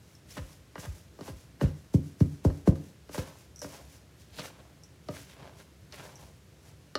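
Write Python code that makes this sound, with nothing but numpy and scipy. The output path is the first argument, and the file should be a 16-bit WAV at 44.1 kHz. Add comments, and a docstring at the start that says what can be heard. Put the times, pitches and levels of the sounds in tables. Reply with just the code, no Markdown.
"""Stirring flour in a steel bowl

A spatula stirs and chops dry flour mix in a hand-held steel bowl. The blade scrapes over trapped
grains, powder hisses off it, and it ticks now and then. It lands on the padded bottom with thuds that
sweep down in pitch and taps the wall; the handle clacks twice on the rim. A small kitchen rumbles softly."""
import sys
import numpy as np
from scipy import signal
from scipy.fft import rfft, irfft
from scipy.io import wavfile

SR = 44100
rng = np.random.default_rng(int(sys.argv[2]) if len(sys.argv) > 2 else 0)


def inscribe(sig):
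    """Save sig as 16-bit PCM at rate SR to the path in sys.argv[1].

    A 1-D sig is mono; a 2-D sig holds one channel per row.
    Samples are clipped to [-1, 1] before scaling.
    """
    pcm = np.round(np.clip(np.atleast_2d(sig).T, -1, 1) * 32767)
    wavfile.write(sys.argv[1], SR, pcm.astype(np.int16))


N = 307818

# tone curves of the room's rumble, the gritty scrape and the powder's hiss: f/Hz, level/dB
ROOM_TONE_EQ = [(40, -43), (62, 4), (100, -1), (155, -2), (230, -12.5), (300, -11), (600, -18.5),
                (850, -26), (1500, -25), (4500, -30), (7000, -33), (14000, -39.5), (16000, -47)]
SCRAPE_EQ = [(120, 21), (300, 8), (550, 10.5), (800, 5.5), (1150, -1), (1800, -0.5), (2500, -1),
             (3800, -1.5), (6000, -9), (10000, -21), (16000, -35)]
POWDER_EQ = [(700, -13), (2000, -0.5), (4000, -2), (5700, 2.5), (7500, -0.5), (9500, -4.5), (10900, -0.5),
             (12300, -10), (14000, -3.5), (16000, -15)]
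# the blade pushes through the mix: t/s of the hardest push, rise/s, fall/s, scrape/dB, powder/dB, f/Hz
STROKES = [(.315, 0.024, 0.088, -57.5, -55.5, 4100), (0.374, 0.01, 0.018, -41.5, -58, 1560),
           (0.802, 0.017, 0.06, -67, -52, 2200), (0.856, 0.023, 0.012, -43.5, -55.5, 1060),
           (1.278, 0.051, .035, -49, -53.5, 900), (1.618, 0.0094, 0.048, -45, -53, 1500),
           (1.943, 0.0068, 0.019, -53, -50, 900), (2.208, 0.017, 0.04, -61, -57.5, 800),
           (2.45, 0.0078, .025, -46.5, -52, 750), (2.678, 0.011, 0.022, -43, -50.5, 735),
           (2.76, 0.0087, 0.026, -55, -65, 700), (3.155, 0.027, .025, -43, -48, 1200),
           (3.189, 0.018, 0.033, -44, -46.5, 1370), (3.28, 0.047, 0.058, -50.5, -59.5, 1120),
           (3.625, .008, 0.065, -66, -52.5, 700), (3.75, 0.065, 0.059, -49.5, -56, 970),
           (4.21, 0.033, 0.062, -66, -65, 6400), (4.395, 0.039, 0.032, -44.5, -53, 3600),
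           (4.455, 0.039, 0.033, -45.5, -51, 1290), (4.62, 0.15, 0.14, -59, -73, 900),
           (5.17, 0.05, 0.073, -51, -53, 1740), (5.32, 0.051, .04, -54, -64, 3040),
           (5.46, 0.11, 0.077, -51.5, -72, 850), (5.599, 0.03, 0.034, -55.5, -61, 1590),
           (5.94, .015, 0.089, -50, -59.5, 2220), (6.045, 0.072, 0.085, -49, -58.5, 1120),
           (6.21, 0.034, 0.079, -55.5, -61.5, 900), (6.69, 0.049, 0.021, -56.5, -62.5, 1040)]
# after a lift, powder slides off the blade and falls back: t/s, level/dB
SPILLS = [(.13, -68.5), (.52, -61.5), (.98, -61.5), (1.41, -64.5), (1.79, -69), (2.08, -64.5),
          (2.34, -66.5), (2.57, -65), (2.86, -65.5), (3.41, -63), (3.95, -62)]
# the bowl's ring, its upper modes damped by flour and hand: f/Hz, width/Hz, level/dB
BOWL_MODES = [(87.4, 4, -6), (150.9, 6.4, -0.5), (282.3, 5.9, -1), (381.3, 5.2, -2), (458, 6.6, -1),
              (503, 12.5, 3), (533.8, 8.8, 1), (584, 26, 3), (945, 170, -8), (1234, 67, 1.5),
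              (1503, 235, -5), (1880, 140, -2), (2600, 320, -14.5), (2920, 54, -3), (4240, 670, -11.5),
              (5660, 750, -15), (7040, 1600, -26)]
# the spatula ticks: t/s, level/dB, f/Hz
TICKS = [(0.1515, -46.5, 5300), (0.3094, -42, 5370), (3.5603, -36.5, 5560), (3.582, -46, 5660),
         (3.592, -34, 5600), (3.598, -42, 5600), (3.617, -27.5, 5320), (4.8357, -39.5, 5440),
         (6.1563, -41, 5700)]
# the ring of a tick: multiple of its pitch, width/Hz, level/dB
SPATULA_MODES = [(1, 228, 9), (1.09, 452, 4), (1.4, 900, -7), (2.05, 2600, -15)]
# the blade lands and flexes the bowl: t/s, level/dB, low f/Hz, high f/Hz, lag of each pitch/cycles
THUDS = [(0.3644, -34.5, 51.3, 302, 4.04), (.755, -35, 350, 1510, 2.2), (0.777, -36.5, 90.5, 300, 2.1),
         (0.853, -28.5, 63, 97, 3.37), (1.188, -38, 300, 700, 2.3), (1.207, -34, 168, 724, 2.43),
         (1.2755, -39, 57.6, 900, 4.3), (1.61, -22.5, 69, 500, 2.92), (1.6333, -13, 88, 233, 1.75),
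         (1.9398, -9, 113, 247, 2.17), (2.2067, -7.5, 109, 216, 1.94), (2.448, -14, 66, 554, 2.23),
         (2.6732, -9.5, 170, 466, 1.92), (2.6833, -5.5, 101, 212, 1.24), (3.093, -37.5, 220, 700, 1.8),
         (3.1781, -26, 79.5, 866, 1.93), (3.644, -35, 135, 750, 2.2), (4.388, -40, 140, 300, 2.15),
         (5.0865, -31.5, 108, 760, 2.31), (6.952, -26.5, 308, 640, 2.2)]
# the blade taps the bare wall: t/s, level/dB, body trim/dB, treble trim/dB
TAPS = [(0.3681, -33, 3, -22), (0.3774, -26.5, -13.5, -19.5), (0.7557, -27, -22, -19.5),
        (0.7795, -27.5, -14, -26), (0.856, -32, -6, -25), (1.1892, -43, -1, -14), (1.2095, -40.5, -4, -8),
        (1.278, -42, 5, -9), (1.6047, -39.5, 3.5, -27), (1.6113, -20, -5.5, -35), (1.9393, -42.5, -9, -7.5),
        (2.2045, -28.5, -8, -15), (2.4497, -34.5, -8, -12.5), (2.501, -37.5, -1, -16.5),
        (2.674, -26, -9, -17), (2.7561, -42.5, 3, -12), (3.0918, -38.5, -9, -13),
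        (3.1444, -28.5, -0.5, -24), (3.1804, -31, 2, -8), (3.6182, -31.5, 1, -18), (3.645, -32, -1.5, -20),
        (4.3873, -26.5, -7.5, -17), (4.3939, -29.5, -3.5, -6), (5.0863, -30, 4.5, -12.5),
        (5.9239, -43, -4, 1.5), (6.9538, -27, 0.5, -3.5)]
# the handle knocks on the rim: t/s, level/dB
KNOCKS = [(5.0862, -37.5), (6.9537, -17.5)]
# the wooden handle's ring: f/Hz, width/Hz, level/dB
HANDLE_MODES = [(524, 150, -0.5), (1237, 40, 14.5), (1800, 120, 3), (3020, 80, -3), (4340, 160, 5.5),
                (5240, 800, -11)]
# early reflections off the counter, the cook and the walls: delay/s, gain
ECHOES = [(.0018, 0.14), (.004, -0.11), (.0073, 0.15), (.0088, -0.23), (0.0203, .19), (0.0492, -0.12)]


def from_db(db):
    """Decibels to gain."""
    return 10 ** (np.asarray(db) / 20)


def at_peak(x, db):
    """Set a sound's peak level."""
    return from_db(db) * x / np.abs(x).max()


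def add(out, s, sound):
    """Mix a sound in at s seconds."""
    start = max(round(s * SR), 0)
    out[start:start + len(sound)] += sound[:max(N - start, 0)]


def butter(x, hz, kind, order=2):
    """Low- or high-pass filter."""
    return signal.sosfilt(signal.butter(order, hz, kind, fs=SR, output="sos"), x)


def coloured(x, curve):
    """Shape noise with a tone curve, rolling off the bass below it; rms 1."""
    hz, db = np.transpose(curve)
    bin_hz = np.maximum(np.arange(N // 2 + 1) * SR / N, 1)
    gain = from_db(np.interp(np.log(bin_hz), np.log(hz), db)) / np.hypot(1, (hz[0] / bin_hz) ** 2)
    shaped = irfft(rfft(x) * gain, N)
    return shaped / np.sqrt(np.mean(shaped ** 2) + 1e-20)


def resonate(x, modes):
    """Ring a bank of parallel resonators of alternating polarity."""
    out = 0
    for k, (hz, width, db) in enumerate(modes):
        r = np.exp(-np.pi * width / SR)
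        poles = [1, -2 * r * np.cos(2 * np.pi * hz / SR), r * r]
        ring = (1 - r * r) / 2 * signal.lfilter([1, 0, -1], poles, x + 1e-18)
        out = out + (-1) ** k * from_db(db) * ring
    return out


def room_tone(level_db):
    """A soft, steady bed of rumble."""
    return from_db(level_db) * coloured(rng.standard_normal(N), ROOM_TONE_EQ)


def grains(per_s, spread_db):
    """Grains of the mix: random clicks of uneven size."""
    sizes = from_db(spread_db * np.minimum(rng.exponential(1, N), 4))
    return (rng.random(N) < per_s / SR) * sizes * rng.standard_normal(N)


def flicker(depth_db, per_s):
    """A gain that wavers at random."""
    steps = rng.standard_normal(N)
    return from_db(depth_db * np.interp(np.arange(N) * per_s / SR, np.arange(N), steps))


def swept(x, centre, lift_db, width_octaves, db_per_octave):
    """Sweep a broad peak along centre (log2 Hz), tilting the treble from an octave above it; rms 1."""
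    octaves = np.log2(np.maximum(np.arange(N // 2 + 1) * SR / N, 1))
    spectrum = rfft(x)
    out, power = 0, 0
    for octave in np.arange(7, 14.5, .5):
        band = irfft(spectrum * np.maximum(1 - 2 * np.abs(octaves - octave), 0), N)
        gain = 1 + (from_db(lift_db) - 1) / (1 + ((octave - centre) / width_octaves) ** 2)
        gain *= from_db(db_per_octave * np.maximum(octave - centre - 1, 0))
        out += gain * band
        power += gain ** 2 * np.mean(band * x)
    return out / np.sqrt(power)


def blade_motion():
    """Strokes and spills add up to pressure on the steel, powder flow and scrape pitch (log2 Hz)."""
    spill_rise_s, spill_fall_s, patter_db, patter_hz = 0.12, 0.052, -2, 900
    rest_scrape_db, rest_powder_db, rest_hz = -75.5, -77, 1200   # the blade rests in the mix
    roundness = 1.17   # 1 is a pointed swell, 2 a bell
    sink_octaves_per_s = 2.3   # the scrape darkens as the blade sinks under the heap
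    spills = [(s, spill_rise_s, spill_fall_s, db + patter_db, db, patter_hz) for s, db in SPILLS]
    scrape_power = np.full(N, from_db(rest_scrape_db) ** 2)
    powder_power = np.full(N, from_db(rest_powder_db) ** 2)
    weighted_pitch = scrape_power * np.log2(rest_hz)
    for s, rise_s, fall_s, scrape_db, powder_db, hz in STROKES + spills:
        start_s = max(s - .5, 0)
        t = start_s - s + np.arange(SR) / SR
        push = np.exp(-np.abs(t / np.where(t < 0, rise_s, fall_s)) ** roundness)
        power = (from_db(scrape_db) * push) ** 2
        add(scrape_power, start_s, power)
        add(powder_power, start_s, (from_db(powder_db) * push) ** 2)
        add(weighted_pitch, start_s, power * (np.log2(hz) - sink_octaves_per_s * t))
    return np.sqrt(scrape_power), np.sqrt(powder_power), weighted_pitch / scrape_power


def stirring(scrape_db, hiss_db, ring_db):
    """The blade slips over grains trapped against the steel; finer powder slides off it with a hiss."""
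    pressure, flow, pitch = blade_motion()
    grit = coloured(grains(per_s=2400, spread_db=2.0), SCRAPE_EQ)
    slips = swept(grit, pitch, lift_db=9, width_octaves=0.51, db_per_octave=-1.5)
    slips *= flicker(depth_db=2.5, per_s=90) * pressure
    scrape = slips + from_db(ring_db) * resonate(slips, BOWL_MODES)
    hiss = coloured(grains(per_s=19000, spread_db=1.0), POWDER_EQ)
    hiss *= flicker(depth_db=1.3, per_s=150) * flow
    return from_db(scrape_db) * scrape + from_db(hiss_db) * hiss


def contact(crunch, crunch_s):
    """A sharp attack with a short tail of crushed powder."""
    t = np.arange(SR // 5) / SR
    return (t == 0) + crunch * rng.standard_normal(len(t)) * np.exp(-t / crunch_s)


def spatula_ticks(trim_db):
    """The spatula gives thin, scratchy ticks as its load changes."""
    out = np.zeros(N)
    for s, db, hz in TICKS:
        modes = [(hz * multiple, width, mode_db) for multiple, width, mode_db in SPATULA_MODES]
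        ring = resonate(contact(crunch=0.051, crunch_s=0.017), modes)
        add(out, s, at_peak(ring, db + trim_db))
    return out


def bottom_thuds(ring_db, sweep_db, stiff_hz):
    """High bending waves outrun low ones in thin steel: each blow sweeps down and rings the bowl."""
    sweeps, t = np.zeros(N), np.arange(1, SR // 5) / SR
    for s, db, low_hz, high_hz, cycles in THUDS:
        hz = cycles / t
        envelope = from_db(db) / np.hypot(1, (low_hz / hz) ** 4) / np.hypot(1, (hz / high_hz) ** 2.4)
        envelope /= np.hypot(1, (stiff_hz / hz) ** 10)   # the bowl is too small to flex any slower
        add(sweeps, s, envelope * np.sin(2 * np.pi * cycles * np.log(t / t[0])))
    return from_db(sweep_db) * sweeps + from_db(ring_db) * resonate(sweeps, BOWL_MODES)


def wall_taps(middle_db, hollow_db, hard_db, low_hz, high_hz):
    """Each tap rings the bowl; a padded contact sounds hollow, a hard one carries more treble."""
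    out = np.zeros(N)
    for s, db, body_db, treble_db in TAPS:
        ring = resonate(contact(crunch=0.075, crunch_s=0.0067), BOWL_MODES)
        body = butter(ring, low_hz, "low", order=4)
        middle = butter(butter(ring, low_hz, "high", order=3), high_hz, "low")
        treble = butter(ring, high_hz, "high", order=4)
        add(out, s, at_peak(body, db + body_db + hollow_db))
        add(out, s, at_peak(middle, db + middle_db))
        add(out, s, at_peak(treble, db + treble_db + hard_db))
    return out


def handle_knocks(trim_db):
    """Wood on the rim gives a short, hard clack."""
    out = np.zeros(N)
    for s, db in KNOCKS:
        ring = resonate(contact(crunch=0.035, crunch_s=0.0052), HANDLE_MODES)
        add(out, s, at_peak(ring, db + trim_db))
    return out


def near_echoes(x, dull_hz):
    """Nearby surfaces throw back distinct, darkened echoes."""
    out, dull = np.zeros(N), butter(x, dull_hz, "low", order=1)
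    for delay_s, gain in ECHOES:
        add(out, delay_s, gain * dull)
    return out


def kitchen_reverb(x, t60_s, dull_hz, predelay_s):
    """Dense reflections off the walls blur into a short, dulled tail."""
    t = np.arange(SR // 2) / SR
    tail = rng.standard_normal(len(t)) * from_db(-60 * t / t60_s) * (t > predelay_s)
    tail /= np.sqrt(np.sum(tail ** 2))
    return butter(signal.fftconvolve(x, tail)[:N], dull_hz, "low", order=1)


def scene():
    """The bowl up close with the kitchen around it, in mono."""
    bowl = bottom_thuds(ring_db=-3.0, sweep_db=-0.88, stiff_hz=52.6)
    bowl += wall_taps(middle_db=-7.5, hollow_db=-4.5, hard_db=8.5, low_hz=874, high_hz=3250)
    bowl += handle_knocks(trim_db=0.5)
    bowl += spatula_ticks(trim_db=-2.0)
    bowl += stirring(scrape_db=-0.5, hiss_db=2.5, ring_db=-9.5)
    send = butter(bowl, 160, "high")   # reverb on mids and treble only; the low ring is the bowl's own
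    reverb = from_db(-11.5) * kitchen_reverb(send, t60_s=0.42, dull_hz=7300, predelay_s=0.0052)
    return (bowl + near_echoes(bowl, dull_hz=2080) + reverb + room_tone(level_db=-55))[None]


def record(dry):
    """The microphone sheds the deepest bass; a steep high cut takes off the very top."""
    thinned = butter(dry, 46, "high", order=3)
    high_cut = signal.ellip(10, .2, 80, 15900, fs=SR, output="sos")
    return signal.sosfilt(high_cut, thinned)


dry = scene()
out = record(dry)
inscribe(out)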